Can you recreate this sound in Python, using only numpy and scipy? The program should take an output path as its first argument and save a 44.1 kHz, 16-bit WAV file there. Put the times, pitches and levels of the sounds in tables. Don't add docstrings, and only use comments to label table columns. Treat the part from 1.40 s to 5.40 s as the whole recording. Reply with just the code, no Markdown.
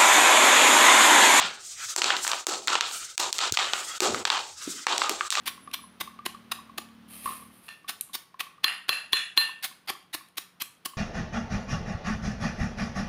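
import sys
import numpy as np
from scipy import signal
from scipy.fft import rfft, irfft, next_fast_len
from scipy.io import wavfile
from scipy.ndimage import uniform_filter1d, minimum_filter1d, map_coordinates

SR = 44100
rng = np.random.default_rng(int(sys.argv[2]) if len(sys.argv) > 2 else 0)


def log_audio(samples):
    frames = np.atleast_2d(samples).T
    limited = np.clip(frames, -1, 1)
    pcm = np.round(limited * 32767).astype(np.int16)
    wavfile.write(sys.argv[1], SR, pcm)


N = 176400


def amp(db):
    return 10 ** (np.asarray(db) / 20)


def unit(x):
    return x / np.sqrt(np.mean(x ** 2) + 1e-20)


def over(x, seconds):
    return x / np.sqrt(np.sum(x ** 2) / (seconds * SR) + 1e-20)


def fade(t, t60):
    return np.exp(-np.log(1000) * t / t60)


def along(points, hz):
    f, v = np.transpose(points)
    return np.interp(np.log(hz + 1), np.log(f + 1), v)


def filtered(x, response):
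    m = next_fast_len(len(x) + 4096)
    gain = response(np.fft.rfftfreq(m, 1 / SR))
    return irfft(rfft(x, m) * gain, m)[:len(x)]


def add(out, x, s):
    k = round(s * SR)
    x, k = x[max(-k, 0):], max(k, 0)
    out[k:k + len(x)] += x[:len(out) - k]


# (frequency [Hz], level [dB])
BLOW_TONE = [(60, -25), (200, -2), (380, 8), (900, 4), (2000, 0), (5500, -1), (8000, -3), (9800, -14),
             (12300, -13), (16000, -25)]
BAND_CENTRES = [380, 1150, 3200, 6800, 11000]
TOP_FALLS = 1.8


def colour(band_db):
    hz = np.fft.rfftfreq(1024, 1 / SR)
    treble = band_db[-1]
    levels = [*band_db, min(treble, TOP_FALLS * treble)]
    level_db = along(BLOW_TONE, hz) + along(list(zip(BAND_CENTRES, levels)), hz)
    cepstrum = irfft(np.log(amp(level_db)))
    half = len(hz) - 1
    fold = np.r_[1, np.full(half - 1, 2), 1, np.zeros(half - 1)]
    return irfft(np.exp(rfft(cepstrum * fold)))


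# (frequency [Hz], level against each other [dB], time to fall 60 dB [s])
WOOD_NOTES = [(310, -15.5, 0.19), (362.7, -11, 0.21), (408, -14, 0.13), (518, -18, 0.034),
              (800, -2.5, 0.028), (1150, -13, 0.028), (2474, -4.5, 0.034), (2775, -9.5, 0.075),
              (3830, 8, 0.0064), (4392, 7.5, 0.012), (5190, 20.5, 0.00077), (7390, 23, 0.0017)]
KNOCK_DB, KNOCK_T60_S = 3, 0.036


def snap(t, ring_db, knock_hz):
    notes = [*WOOD_NOTES, (knock_hz, KNOCK_DB, KNOCK_T60_S)]
    hz, db, t60 = np.transpose(notes)[:, :, None]
    varied_db = db + 2 * rng.standard_normal(hz.shape)
    ring = np.sum(amp(varied_db) * fade(t, t60) * np.cos(2 * np.pi * hz * t), axis=0)
    impulse = t == 0
    return impulse + amp(ring_db) * ring / np.linalg.norm(ring)


def burst(t, db, t60, rate):
    ticks = rng.standard_normal(len(t)) * (rng.random(len(t)) < rate / SR)
    x = ticks * fade(t, t60)
    return amp(db) * x / np.linalg.norm(x)


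RING_DB = 1
CRACK_DB, CRACK_T60_S = 6, .0075
RATTLE_DB, RATTLE_T60_S, RATTLE_RATE = -2, 0.16, 2500
SOFTER_DB = 20


def clack(t, band_db, knock_hz):
    slow = 2 ** np.clip(-band_db[-1] / SOFTER_DB, -1, 1)
    crack = burst(t, CRACK_DB, CRACK_T60_S * slow, SR)
    rattle = burst(t, RATTLE_DB, RATTLE_T60_S * slow, RATTLE_RATE)
    contact = snap(t, RING_DB, knock_hz) + slow * (crack + rattle)
    return over(signal.fftconvolve(contact, colour(band_db)), .005)


# (frequency [Hz], time to fall 60 dB [s])
ROOM_FADE = [(150, 0.66), (1200, 0.31), (6000, 0.33)]
# (frequency [Hz], level [dB])
ROOM_TONE = [(100, -5.5), (350, -0.5), (700, 3.5), (1250, 4), (2000, -2), (3300, 3), (5500, -2),
             (7500, -0.5), (11500, -8), (15000, -21)]
ROOM_START, SWELL_S = 0.34, 0.048
ROOM_GRAIN_DB = 2.5


def reverberation(x):
    hz, t, z = signal.stft(rng.standard_normal(SR * 2 // 3), SR, nperseg=256)
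    fading = fade(t, along(ROOM_FADE, hz)[:, None])
    tone = amp(along(ROOM_TONE, hz))[:, None]
    swell = np.minimum(ROOM_START + (1 - ROOM_START) * (t / SWELL_S) ** 2, 1)
    uneven = amp(ROOM_GRAIN_DB * rng.standard_normal(len(t)))
    tail = signal.istft(z * fading * tone * swell * uneven, SR, nperseg=256)[1]
    return over(signal.fftconvolve(x, tail), .07)


# (time [s], level [dB], low, mid and treble against the 2-5 kHz band [dB each],
# reverberation level [dB], note of the struck spot [Hz])
PUCK_BLOWS = [(-0.025, -34, -30.5, -6, -14, -27, 1380), (0.5631, -12.5, -9.5, -1.5, 9, -26, 980),
              (0.6188, -10, -25, -10, -11, -31, 1300), (0.6428, -15, -17.5, -4.5, -9, -30, 1280),
              (0.6604, -34, -30, 0, -6.5, -29.5, 990), (0.704, -15.5, -30.5, -6.5, -42, -46, 920),
              (0.767, -25.5, -11, -15, -7, -69, 1450), (0.849, -27, -31, 15, -5, -36.5, 1540),
              (0.8676, -24, -19.5, -2, -18, -34.5, 950), (0.878, -20, -19, 8.5, 5, -47, 950),
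              (0.9163, -21.5, -40, -3, -9, -40, 1230), (0.933, -22.5, -15, -1.5, -13, -75, 1180),
              (1.0685, -5, -7, 0.5, 6, -30, 1300), (1.274, -23.5, -47, 7.5, 2, -27, 1330),
              (1.2815, -19, -18, -9, -14.5, -30.5, 1440), (1.354, -17, -25.5, -1.5, -14.5, -35, 930),
              (1.4091, -13.5, -34, -11, -9, -34.5, 1170), (1.7791, -2, -20, -7.5, 1, -29, 970),
              (1.8024, -29, -13, 10, -18, -39, 920), (1.9284, -12, -23, -17, 1, -43, 990),
              (1.9837, -25.5, -45, -55, -3.5, -46.5, 1380), (1.989, -23, -27.5, -3, -5.5, -26, 1284),
              (2.1232, -8.5, -43, -36, 4, -33.5, 800), (2.1727, -9, -26.5, -5.5, -13, -27, 1210),
              (2.3347, -18.5, -18.5, -2, -13, -38, 1195), (2.6047, -0.5, -4.5, 1.5, 3, -25, 1240),
              (2.7456, -22.5, -12, 9.5, -4.5, -40, 1260), (2.8528, -7, -24, -4, -9.5, -34.5, 930),
              (2.8766, -34, -24, 22, -8, -38.5, 970), (2.902, -10.5, -35, -3, -13, -27.5, 874),
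              (3.4680, -10.5, -18, -1, -9.5, -26, 917), (3.5804, -21.5, -18.5, -7, 1.5, -32, 1310),
              (3.6182, -18, -18.5, 2.5, -18, -28, 1230), (3.695, -16.5, -10.5, -12, 1, -39, 970),
              (3.8090, -20, -43, 10.5, -16, -38.5, 1250), (3.9045, -8, -42, -19, 2, -38.5, 1090),
              (3.914, -18, -33, -37, -5, -45, 1520), (3.925, -22.5, -39, -1, -12, -35.5, 1510),
              (3.9535, -22.5, -25, -2.5, -7, -26.5, 1190)]
PREDELAY_S = 0.014
ROOM_RING_DB = -4
ROOM_FOLLOW = 0.76


def pucks():
    out, t = np.zeros(N), np.arange(SR // 5) / SR
    for s, db, low, mid, treble, room_db, knock_hz in PUCK_BLOWS:
        band_db = np.array([low, mid, 0, treble])
        add(out, amp(db) * clack(t, band_db, knock_hz), s)
        sent = signal.fftconvolve(snap(t, ROOM_RING_DB, knock_hz), colour(ROOM_FOLLOW * band_db))
        add(out, amp(room_db) * reverberation(sent), s + PREDELAY_S)
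    return out


def wobble(rate):
    return map_coordinates(rng.standard_normal(4096), [np.arange(N) * rate / SR], mode="wrap")


def rush(spectrum, patchy_db):
    z = signal.stft(rng.standard_normal(N), nperseg=512)[2]
    field = uniform_filter1d(rng.standard_normal(z.shape), size=3, axis=0)
    field = uniform_filter1d(field, size=18, axis=1)
    x = signal.istft(z * amp(patchy_db * unit(field)), nperseg=512)[1][:N]
    return unit(filtered(x, lambda hz: amp(along(spectrum, hz))))


# (time [s], scrape level [dB], hiss level [dB])
SLIDES = [(0, -34, -43.5), (.2, -50, -48.5), (.26, -57, -41.5), (.36, -56, -43.5), (.41, -41.5, -40),
          (.53, -44.5, -38), (.75, -34, -43.5), (.84, -45.5, -33.5), (1.022, -54, -43.5), (1.25, -79, -47),
          (1.42, -43, -49), (1.482, -46, -38.5), (1.58, -43.5, -34.5), (1.68, -48, -44),
          (1.76, -61.5, -44.5), (2.3, -33, -42), (2.451, -43, -36.5), (2.55, -39.5, -41.5),
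          (2.85, -47.5, -41.5), (3.16, -62.5, -46), (3.22, -45, -40), (3.33, -44.5, -37),
          (3.43, -51, -43.5), (4, -45, -43)]
# (frequency [Hz], level [dB])
SCRAPE_TONE = [(150, -18), (350, -9.5), (850, -5), (1050, -3.5), (1300, 12), (1650, 5.5), (3400, 3),
               (5000, -3.5), (9000, -101)]
# (frequency [Hz], level [dB])
HISS_TONE = [(1500, -26), (3800, -6), (7500, 0), (8600, -4), (10000, -13), (15700, -23), (16300, -50)]
# (scrape [dB], hiss [dB])
PATCHINESS = [3.6, 1.9]
GRAIN_DB, GRAIN_RATE = 2.3, 49
AIR_HZ, BRIGHTENS = 8300, 0.77


def sliding():
    s, *levels = np.transpose(SLIDES)
    scrape_db, hiss_db = [np.interp(np.arange(N) / SR, s, db) for db in levels]
    scrape_patchy_db, hiss_patchy_db = PATCHINESS
    scrape = rush(SCRAPE_TONE, scrape_patchy_db)
    hiss = rush(HISS_TONE, hiss_patchy_db)
    air = filtered(hiss, lambda hz: 1 - 1 / (1 + (hz / AIR_HZ) ** 10))
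    air_gain = amp(BRIGHTENS * (hiss_db - hiss_db.mean()) - 3)
    hiss = hiss + air * (air_gain - 1)
    scrape_gain = amp(scrape_db + GRAIN_DB * wobble(GRAIN_RATE))
    hiss_gain = amp(hiss_db + GRAIN_DB * wobble(GRAIN_RATE))
    return scrape_gain * scrape + hiss_gain * hiss


# (frequency [Hz], level [dB])
QUIET_TONE = [(20, -24), (60, 9.5), (110, 8), (500, -8.5), (15000, -54)]
QUIET_DB = -71.5


def quiet_room():
    return amp(QUIET_DB) * rush(QUIET_TONE, patchy_db=2.5)


# (time [s], level [dB], centre frequency [Hz],
# time to fall 60 dB [s])
LOW_THUDS = [(0.031, -48, 203, 0.36), (2.122, -19, 101, 0.028), (2.1222, -16.5, 310, 0.014),
             (2.63, -34.5, 437, 1), (2.675, -35, 276, 0.5), (2.689, -49.5, 114, 0.9),
             (3.276, -22.5, 257, 0.012), (3.28, -44.5, 274, 0.49), (3.696, -32, 345, 0.15)]
THUD_ATTACK_S, THUD_WIDTH = .004, .36


def thuds():
    out, t = np.zeros(N), np.arange(SR // 2) / SR
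    for s, db, centre, t60 in LOW_THUDS:
        push = np.zeros(N)
        rise = 1 - np.exp(-t / THUD_ATTACK_S)
        add(push, rng.standard_normal(len(t)) * fade(t, t60) * rise, s)
        body = filtered(push, lambda hz: np.exp(-.5 * (np.log((hz + 1) / centre) / THUD_WIDTH) ** 2))
        out += amp(db) * over(body, t60 / 10)
    return out


def scene():
    return (pucks() + thuds() + sliding() + quiet_room())[None]


CEILING_DB = -5.5
LOOKAHEAD_S, HOLD_S, GLIDE_S = .021, .014, .006
TOP_HZ = 16850


def record(dry):
    x = dry[0]
    need_db = np.minimum(0, CEILING_DB - 20 * np.log10(np.abs(x) + 1e-9))
    ahead, hold = int(LOOKAHEAD_S * SR), int(HOLD_S * SR)
    held_db = minimum_filter1d(need_db, ahead + hold + 1, origin=(hold - ahead) // 2)
    gain_db = uniform_filter1d(held_db, int(GLIDE_S * SR) + 1)
    return filtered(x * amp(gain_db), lambda hz: hz < TOP_HZ)[None]


dry = scene()
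out = record(dry)
log_audio(out)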